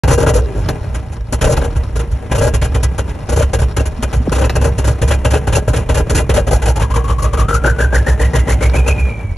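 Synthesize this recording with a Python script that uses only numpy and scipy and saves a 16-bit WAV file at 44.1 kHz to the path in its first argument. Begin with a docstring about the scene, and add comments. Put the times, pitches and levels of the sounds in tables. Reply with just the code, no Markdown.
"""Stumbling booms and barks from an upright exhaust stack, close by: a big turbo diesel tractor starts cold.
Only some cylinders catch. Each firing booms in the stack, barks in its upper resonances and spits gas,
in ragged groups that settle into a fast lope. The turbo, pushed by every puff, whines up over the
engine's clatter. The steel rain cap rattles on top, and a limiter holds down the loudest chugs."""
import sys
import numpy as np
from scipy import signal
from scipy.fft import rfft, irfft
from scipy.io import wavfile
from scipy.ndimage import uniform_filter1d

SR = 44100
rng = np.random.default_rng(int(sys.argv[2]) if len(sys.argv) > 2 else 0)


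def log_audio(samples):
    """Write samples as a 16-bit WAV file to the path given in sys.argv[1]."""
    # one column per channel
    frames = np.atleast_2d(samples).T
    # limit to full scale, then quantise
    limited = np.clip(frames, -1, 1)
    pcm = np.round(limited * 32767).astype(np.int16)
    wavfile.write(sys.argv[1], SR, pcm)


N = 413216
TIME = np.arange(N) / SR
CYLINDERS = 8

# The running engine, one chug per cycle of all cylinders.
# Each row: start in seconds, then hiss and bark in dB relative to the lope.
CHUGS = [(4.552, -4, -0.5), (4.779, -1, -2), (5.015, -0.5, -1), (5.245, 0, -0.5), (5.469, 1.5, 0.5),
         (5.676, -2, -3), (5.888, 1, 1), (6.095, 3, 1.5), (6.292, 4.5, 2), (6.467, 2, 3), (6.618, 3, 0),
         (6.756, 1, -1), (6.901, -1.5, -2), (7.039, -4, -5.5), (7.181, -3, -5), (7.329, -0.5, -1),
         (7.483, 3.5, 1), (7.637, 0.5, 2), (7.783, -0.5, 0.5), (7.924, 0, 0.5), (8.062, -0.5, 0),
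         (8.194, 0.5, -5), (8.332, 1.5, -0.5), (8.472, 1, -2.5), (8.605, 0.5, 0), (8.735, 1.5, 1),
         (8.861, -3, -2.5), (8.978, -14, -16.5)]
# The ring of the rain cap. Each row: pitch in Hz, level in dB, seconds to fade by 60 dB.
CAP_MODES = [(645, -17, .04), (1270, -10, .06), (1622, -5.5, 0.13), (1830, -8, 0.094), (2000, -12, 0.087),
             (2610, -3.5, 0.12), (2820, -8.5, 0.14), (4280, -6.5, 0.024), (4500, -8, .04), (5750, -22, .06)]


def undb(db):
    """Decibels to gain."""
    return 10 ** (np.asarray(db) / 20)


def unit(x):
    """Scale to rms 1."""
    return x / np.sqrt(np.mean(x ** 2))


def curves(table):
    """Turn rows that begin with a time into one control curve per remaining column."""
    s, *columns = np.transpose(table)
    return [np.interp(TIME, s, c) for c in columns]


def gains(points, hz):
    """Gain of a spectrum at the given frequencies."""
    f, db = np.transpose(points)
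    return undb(np.interp(np.log(hz + 1), np.log(f), db))


def colour(x, points):
    """Filter by a spectrum that falls away steeply beyond its ends; rms 1."""
    hz = np.fft.rfftfreq(N, 1 / SR)
    ends = np.minimum(hz / points[0][0], 1) ** 2 * np.minimum(points[-1][0] / (hz + 1), 1) ** 2
    return unit(irfft(rfft(x) * gains(points, hz) * ends, N))


def walk(hz):
    """A smooth random wander with rms 1."""
    k = max(int(SR / hz), 2)
    steps = np.repeat(rng.standard_normal(N // k + 1), k)
    return unit(uniform_filter1d(steps, k)[:N])


def swell(age, rise):
    """An envelope that peaks at 1 after its rise time and dies away."""
    return age / rise * np.exp(1 - age / rise)


def add(track, s, sound):
    """Mix a sound into a track at a time."""
    start = max(int(s * SR), 0)
    track[start:start + len(sound)] += sound[:N - start]


def puffs(times, dbs, attack_s, hold_s, release_s):
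    """Each puff builds as the valve opens, holds while the cylinder empties and is shut off."""
    power, age = np.zeros(N), TIME[:SR // 5]
    shape = (1 - np.exp(-age / attack_s)) / np.hypot(1, np.exp((age - hold_s) / release_s))
    for s, db in zip(times, dbs):
        add(power, s, (undb(db) * shape) ** 2)
    return np.sqrt(power)


def jet(flow, spectrum, rough_db, rough_hz, vary_db):
    """Turbulent gas tears in quick eddies; no two puffs are alike."""
    eddies = undb(rough_db * walk(rough_hz) + vary_db * walk(45))
    return flow * colour(rng.standard_normal(N) * eddies, spectrum)


def crank(coast_hz_per_s=70):
    """The crank stumbles, runs, then coasts: its stroke rate, and strokes counted from the first chug."""
    # The stumbling crank. Each row: time in seconds, strokes per second.
    stumble_speed = [(0, 37.8), (.28, 44.9), (.42, 60.25), (.9, 31.2), (1.3, 25.17), (1.45, 36.9),
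                     (1.7, 41.67), (2, 26.11), (2.3, 27.05), (2.55, 43.9), (3.2, 24.95), (3.42, 38.1),
                     (3.8, 34.92), (4.2, 27.1), (4.5, 36.9)]
    starts = np.transpose(CHUGS)[0]
    cycle = np.clip(np.searchsorted(starts, TIME) - 1, 0, len(starts) - 2)
    running = CYLINDERS / np.diff(starts)[cycle] - coast_hz_per_s * np.maximum(TIME - starts[-1], 0)
    hz = np.where(TIME < starts[0], curves(stumble_speed)[0], np.maximum(running, 1))
    strokes = np.cumsum(hz) / SR
    return hz, strokes - np.interp(starts[0], TIME, strokes)


def firings(strokes, gaining_s=(6.29, 6.55), fast_s=(7.33, 7.56), boom_share=0.26, scatter_db=1.0):
    """Time, hiss, bark and boom of each firing: ragged runs, then a lope that shifts as it warms."""
    # Runs on successive strokes. Each row: start in seconds, firing count, then hiss, bark, boom in dB.
    stumbles = [(.034, 1, -27, -14.5, -7), (.075, 3, -18, -9.5, -8), (.175, 3, -24.5, -11.5, -16),
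                (.262, 2, -19.5, -9, -6), (0.335, 3, -24.5, -14.5, -11.5), (0.548, 4, -41.5, -28, -14.5),
                (.685, 1, -27.5, -17.5, -21), (0.942, 1, -26.5, -24.5, -16), (1.118, 1, -38, -31, -20),
                (1.323, 1, -21.5, -18.5, -10.5), (1.41, 2, -16.5, -12.5, -11),
                (1.466, 3, -24.5, -14.5, -17), (1.564, 1, -26, -13, -10), (1.613, 2, -26, -16.5, -14),
                (1.756, 1, -29.5, -22, -8), (1.954, 2, -24.5, -21.5, -15.5), (2.11, 1, -38, -38, -9.5),
                (2.312, 6, -21.5, -14, -13.5), (2.536, 1, -19.5, -17, -8), (2.614, 2, -22.5, -20, -9),
                (2.743, 1, -24.5, -16.5, -9), (2.828, 1, -21, -20, -8.5), (2.979, 1, -22.5, -19, -11.5),
                (3.088, 1, -39, -35, -20), (3.287, 2, -24, -17.5, -17.5), (3.359, 3, -22.5, -16.5, -12),
                (3.531, 1, -20, -13.5, -7.5), (3.586, 2, -23.5, -19.5, -8.5), (3.764, 2, -22.5, -16, -10.5),
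                (3.853, 1, -28, -26, -12.5), (4.023, 1, -23, -15.5, -13), (4.126, 1, -26, -20.5, -15),
                (4.161, 1, -40, -33, -7), (4.317, 5, -22, -13, -12)]
    # Three lopes. Each row: a firing's place in the cycle in strokes, then hiss, bark, boom in dB.
    lope_cold = [(0, -21.5, -14.5, -8.5), (1, -37, -25.5, -25.5), (2.1, -21, -18, -11),
                 (3.1, -19, -14, -12), (4, -27.5, -18, -11.5)]
    lope_gaining = [(0, -28, -21.5, -13), (1, -58.5, -34, -28), (2.15, -25.5, -20, -16),
                    (3.2, -23, -16.5, -8.5), (4.25, -30.5, -29, -34)]
    lope_fast = [(0, -28.5, -15, -20), (1, -20.5, -17, -16.5), (1.95, -34.5, -19.5, -17.5),
                 (2.85, -26.5, -24, -9), (3.9, -50, -35, -26.5)]
    rows = []
    for s, count, *dbs in stumbles:
        rows += [(np.interp(s, TIME, strokes) + k, *dbs) for k in range(round(count))]
    cold, gaining, fast = np.array([lope_cold, lope_gaining, lope_fast])
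    for k, (s, hiss_db, bark_db) in enumerate(CHUGS):
        lope = cold + np.interp(s, gaining_s, [0, 1]) * (gaining - cold)
        lope += np.interp(s, fast_s, [0, 1]) * (fast - gaining)
        rows += list(lope + [k * CYLINDERS, hiss_db, bark_db, boom_share * bark_db])
    place, *dbs = np.transpose(rows)
    return np.interp(place, strokes, TIME), *(dbs + scatter_db * rng.standard_normal(len(rows)))


def pumping(stroke_hz, strokes, full_db=-19.5, full_hz=37.8, db_per_octave=13, uneven_db=5.5):
    """Every cylinder, lit or not, pumps air; the stack favours harmonics near its lowest resonance."""
    # The throb of pumped air. Each row: frequency in Hz, level in dB.
    spectrum = [(25, -17), (45, -2), (62, -2), (85, -7.5), (115, -10), (170, -27), (260, -35)]
    turn = strokes - 0.465 + 0.055 * walk(25)  # lags the stroke and wavers
    throb = sum(gains(spectrum, k * stroke_hz) * undb(uneven_db * walk(30))
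                * np.sin(2 * np.pi * k * turn) for k in range(1, 5))
    return unit(throb) * undb(full_db + db_per_octave * np.minimum(np.log2(stroke_hz / full_hz), 0))


def clatter(strokes, decay_strokes=0.19):
    """Valve gear and pistons knock once a stroke over a steady churn."""
    # The tone of the knocks. Each row: frequency in Hz, level in dB.
    spectrum = [(110, 13.5), (200, 3.5), (300, -0.5), (470, -6.5), (600, -5.5), (700, -13), (850, -7),
                (1250, -15.5), (2500, -20.5), (4700, -35), (5500, -33), (6300, -31), (10500, -26.5),
                (12500, -52)]
    knocks = (1 + np.exp(-(strokes % 1) / decay_strokes)) * undb(2.03 * walk(50))
    return colour(knocks * rng.standard_normal(N), spectrum)


def wheeze(clatter_db, relative_db=-18, warm_s=4.3, warm_db=-7):
    """Cold cylinders that fail to light leak uneven spits of air, softer once the engine catches."""
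    # The thin leak. Each row: frequency in Hz, level in dB.
    spectrum = [(1300, 17), (2500, -8), (3500, 2.5), (4800, 2), (5500, 7), (6300, -10), (10500, -4.5),
                (12000, -29)]
    fade_db = np.interp(TIME, [warm_s, warm_s + 1], [0, warm_db])
    leak = undb(clatter_db + relative_db + fade_db)
    return jet(leak, spectrum, rough_db=4.5, rough_hz=400, vary_db=5.5)


def rattle(times, hiss_db, relative_db=-8, vary_db=7, detune=0.048, t60_share=0.49, attack_s=0.0092):
    """Every firing shakes the loose steel atop the stack: a brief ring, never quite the same."""
    out, age = np.zeros(N), TIME[:SR // 12]
    hz, db, t60 = np.transpose(CAP_MODES)[:, :, None]
    chances = rng.standard_normal((len(times), 2, len(CAP_MODES), 1))
    for s, blow_db, (size, shift) in zip(times, hiss_db, chances):
        decay = undb(db + vary_db * size - 60 * age / (t60 * t60_share))
        modes = decay * np.sin(2 * np.pi * hz * (1 + detune * shift) * age)
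        add(out, s, undb(blow_db + relative_db) * modes.sum(0) * np.minimum(age / attack_s, 1))
    return out


def rain_cap(slap_s=0.0088, attack_s=0.0012):
    """The lid slaps shut or chatters on its hinge: a short scrape of steel on steel, and a ring."""
    # Hits of the lid. Each row: start in seconds, ring in dB, slap in dB.
    clacks = [(.035, -26, -16.5), (.687, -34, -12), (1.569, -29, -15.5), (2.476, -32, -36),
              (4.326, -23, -32), (4.44, -21, -34), (4.495, -25, -11.5), (4.559, -19.5, -29),
              (4.644, -23.5, -39), (5.249, -22, -36), (5.339, -18, -39)]
    # The tone of the slap. Each row: frequency in Hz, level in dB.
    spectrum = [(400, 16), (1500, 7), (3000, -4), (4200, 2), (6000, -5), (11000, -11)]
    out, age = np.zeros(N), TIME[:SR // 5]
    scrape = colour(rng.standard_normal(N), spectrum)
    for s, ring_db, slap_db in clacks:
        ring = sum(undb(ring_db + db - 60 * age / t60) * np.sin(2 * np.pi * (hz * age + rng.random()))
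                   for hz, db, t60 in CAP_MODES)
        slap = undb(slap_db) * scrape[int(s * SR):][:len(age)] * np.exp(-age / slap_s)
        add(out, s, (ring + slap) * np.minimum(age / attack_s, 1))
    return out


def turbo(flow, strokes, kick=0.04035, flutter_hz=72, coast=0.13, trim_db=3, full_flow_db=-26):
    """Each puff blows the whine louder, rougher and a little higher; between puffs it coasts."""
    # A brief spin, then the spool-up. Each row: time in seconds, base pitch in Hz, base level in dB.
    spool = [(.3, 520, -71), (.43, 465, -10.5), (.68, 298.8, -29), (.9, 230.8, -40.5), (5.9, 298.6, -41),
             (6.2, 402, -22.5), (6.38, 537.4, -25), (6.6, 725, -26.5), (6.95, 1065, -24.5),
             (7.38, 1195, -24), (7.53, 1320, -19.5), (7.96, 1658, -19.5), (8.12, 1754, -27.5),
             (8.37, 1957, -28), (8.63, 2184, -32.5), (8.87, 2530, -24.5), (9.1, 2426, -16),
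             (9.37, 2285, -32)]
    hz, db = curves(spool)
    push = np.tanh(flow / undb(full_flow_db))
    spin = uniform_filter1d(push, SR // 25, origin=SR // 60)
    flutter = flutter_hz * (0.2945 + push) * (walk(600) + 0.7 * walk(90))
    hz = hz * (1 + kick * (spin - .5)) + flutter
    whine = np.sin(2 * np.pi * np.cumsum(hz) / SR) * undb(3.5 * walk(260))
    chop = 1 - 0.34 * np.cos(2 * np.pi * strokes)
    return unit(whine * chop) * (coast + push) * undb(db + trim_db)


def gulps(glide_s=0.0049):
    """Slugs of gas hoot briefly in the stack, sliding in pitch."""
    # Hollow hoots. Each row: start in seconds, first and last pitch in Hz, rise in seconds, level in dB.
    hoots = [(.352, 530, 486, 0.0099, -6), (1.463, 491.4, 467, 0.0038, -5.5),
             (1.491, 543, 599, 0.0057, -6.5), (2.342, 510, 540, 0.0022, -12),
             (2.431, 532, 576, 0.0047, -5.5), (2.459, 605, 587, 0.004, -10.5),
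             (3.405, 600, 586, 0.0054, -7), (3.985, 183, 235, 0.01, -18),
             (4.198, 169.2, 250.4, 0.0079, -17.5), (4.272, 1000, 150, 0.0084, -8.5),
             (4.433, 506, 440, .005, -20), (5.355, 487.5, 447, 0.0041, -7), (6.376, 540, 597, 0.0063, -4)]
    out, age = np.zeros(N), TIME[:SR // 5]
    for s, start_hz, end_hz, rise, db in hoots:
        hz = end_hz + (start_hz - end_hz) * np.exp(-age / glide_s)
        add(out, s, undb(db) * swell(age, rise) * np.sin(2 * np.pi * np.cumsum(hz) / SR))
    return out


def pipe(x):
    """The steel pipe rings on at its resonances; the overall level stays the same."""
    # Sharp upper resonances. Each row: frequency in Hz, width in Hz, strength in dB.
    modes = [(420, 5.6, 4), (467.3, 9.2, 8.5), (552.5, 32, -7), (623, 40, 3), (758, 20.6, 4.5),
             (1007, 19, -2), (1367, 130, -14), (1636, 11, 6.5), (1800, 17, -34), (1978, 22, 4.5),
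             (2440, 10, 7), (2780, 12, 6.5), (3060, 17, 4)]
    f = np.fft.rfftfreq(N, 1 / SR)
    ringing = sum(undb(db) * 1j * f * width / (hz ** 2 - f ** 2 + 1j * f * width)
                  for hz, width, db in modes)
    return unit(irfft(rfft(x) * (1 + ringing), N)) * np.std(x)


def exhaust(flow, blast, strokes):
    """Puffs of gas bark, hiss and sizzle out through the pipe, along with the clatter and wheeze."""
    # Low, middle and high bands of the gas noise. Each row: frequency in Hz, level in dB.
    bark_spectrum = [(90, 0.5), (140, 9.5), (200, -13), (245, 0.5), (350, -4.5), (520, 1), (620, -2.5),
                     (690, -18.5), (830, -3.5), (1150, -14), (1550, -10.5), (2400, -65)]
    hiss_spectrum = [(500, -17), (1000, 0.5), (1550, 1), (2100, -4), (2650, -3), (3200, -4.5), (3700, -7.5),
                     (4300, -16.5), (6000, -21)]
    sizzle_spectrum = [(3000, -19), (4300, -1.5), (5300, -0.5), (7000, 5), (9000, 0), (10600, 7.5),
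                       (11500, -6.5), (12600, -40)]
    # The rise and fall of the clatter. Each row: time in seconds, level in dB.
    clatter_level = [(0, -30), (.6, -22.5), (1.05, -27), (1.25, -31), (1.5, -22), (1.9, -26.5),
                     (2.7, -24.5), (3.6, -26), (4.3, -24), (7.3, -25), (8.85, -20.5), (9.1, -25),
                     (9.37, -29)]
    clatter_db, = curves(clatter_level)
    bark = jet(blast, bark_spectrum, rough_db=2.5, rough_hz=300, vary_db=1)
    hiss = undb(-2.5) * jet(flow, hiss_spectrum, rough_db=0, rough_hz=370, vary_db=2)
    sizzle = undb(-1) * jet(flow, sizzle_spectrum, rough_db=1.5, rough_hz=900, vary_db=2.5)
    return pipe(bark + hiss + sizzle + undb(clatter_db) * clatter(strokes) + wheeze(clatter_db))


def boom(times, dbs, detune=0.029):
    """Each firing rings the gas column of the stack, slightly differently as its heat varies."""
    # Low resonances of the stack. 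Each row: pitch in Hz, rise in seconds, level in dB.
    modes = [(63.6, 0.023, -2), (107.8, 0.011, -5.5), (134.2, 0.016, -16)]
    out, age = np.zeros(N), TIME[:SR // 5]
    for s, db, shifts in zip(times, dbs, rng.standard_normal((len(times), len(modes)))):
        for (hz, rise, mode_db), shift in zip(modes, shifts):
            tone = -np.sqrt(2) * np.sin(2 * np.pi * hz * (1 + detune * shift) * age)
            add(out, s, undb(db + mode_db) * swell(age, rise) * tone)
    return out


def ports(near, plume):
    """Two microphone ports hear the stack with their own colour and delay; the plume adds width."""
    # Stereo balance. Each row: frequency in Hz, left minus right in dB.
    balance = [(190, -1), (350, -0.5), (520, 4.5), (750, 7), (1150, 6.5), (2000, -1.5), (6700, 0.5)]
    # Stereo phase. Each row: frequency in Hz, lead of the left port in radians.
    phase = [(150, 0), (430, .6), (900, .5), (1050, -.8), (1300, -.3), (2100, .2), (2400, -.4), (2700, .7),
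             (4300, .5), (4700, -3), (5700, 0), (8400, 3), (9600, 3.3), (12200, 6.4)]
    hz = np.fft.rfftfreq(N, 1 / SR)
    lead = np.interp(hz, *np.transpose(phase))
    tilt = gains(balance, hz)
    response = np.array([tilt, np.exp(-1j * lead)]) * np.sqrt(2 / (1 + tilt ** 2))
    return irfft(rfft(np.array([near + plume, near - plume])) * response, N)


def scene(plume_db=-14):
    """The firings drive boom, bark, hiss and turbo together, over the turning engine."""
    stroke_hz, strokes = crank()
    times, hiss_db, bark_db, boom_db = firings(strokes)
    flow = puffs(times, hiss_db, attack_s=0.00401, hold_s=.02, release_s=.009)
    blast = puffs(times, bark_db, attack_s=0.0033, hold_s=.022, release_s=0.00993)
    lows = boom(times, boom_db) + pumping(stroke_hz, strokes) + gulps()
    rush = exhaust(flow, blast, strokes)
    whine = turbo(flow + 0.15 * blast, strokes)
    steel = rain_cap() + rattle(times, hiss_db)
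    plume = undb(plume_db) * exhaust(flow, blast, strokes)
    gate = np.clip((TIME - times[0]) * SR / 100, 0, 1)  # silence before the first firing, then a fade-in over about 2 ms
    return ports(lows + rush + whine + steel, plume) * gate


def record(dry, limit_db=-6.5, window_s=0.018, gain_db=0.3, top_hz=12700):
    """A limiter holds down the loudest chugs; the peaks are rounded and the top treble is cut."""
    power = uniform_filter1d(np.mean(dry ** 2, axis=0), int(window_s * SR))
    held = dry * undb(gain_db) / (1 + (power / undb(limit_db) ** 2) ** 2) ** (1 / 4)
    rounded = held / (1 + held ** 6) ** (1 / 6)
    return signal.sosfilt(signal.ellip(8, .2, 80, top_hz, fs=SR, output="sos"), rounded)


dry = scene()
out = record(dry)
log_audio(out)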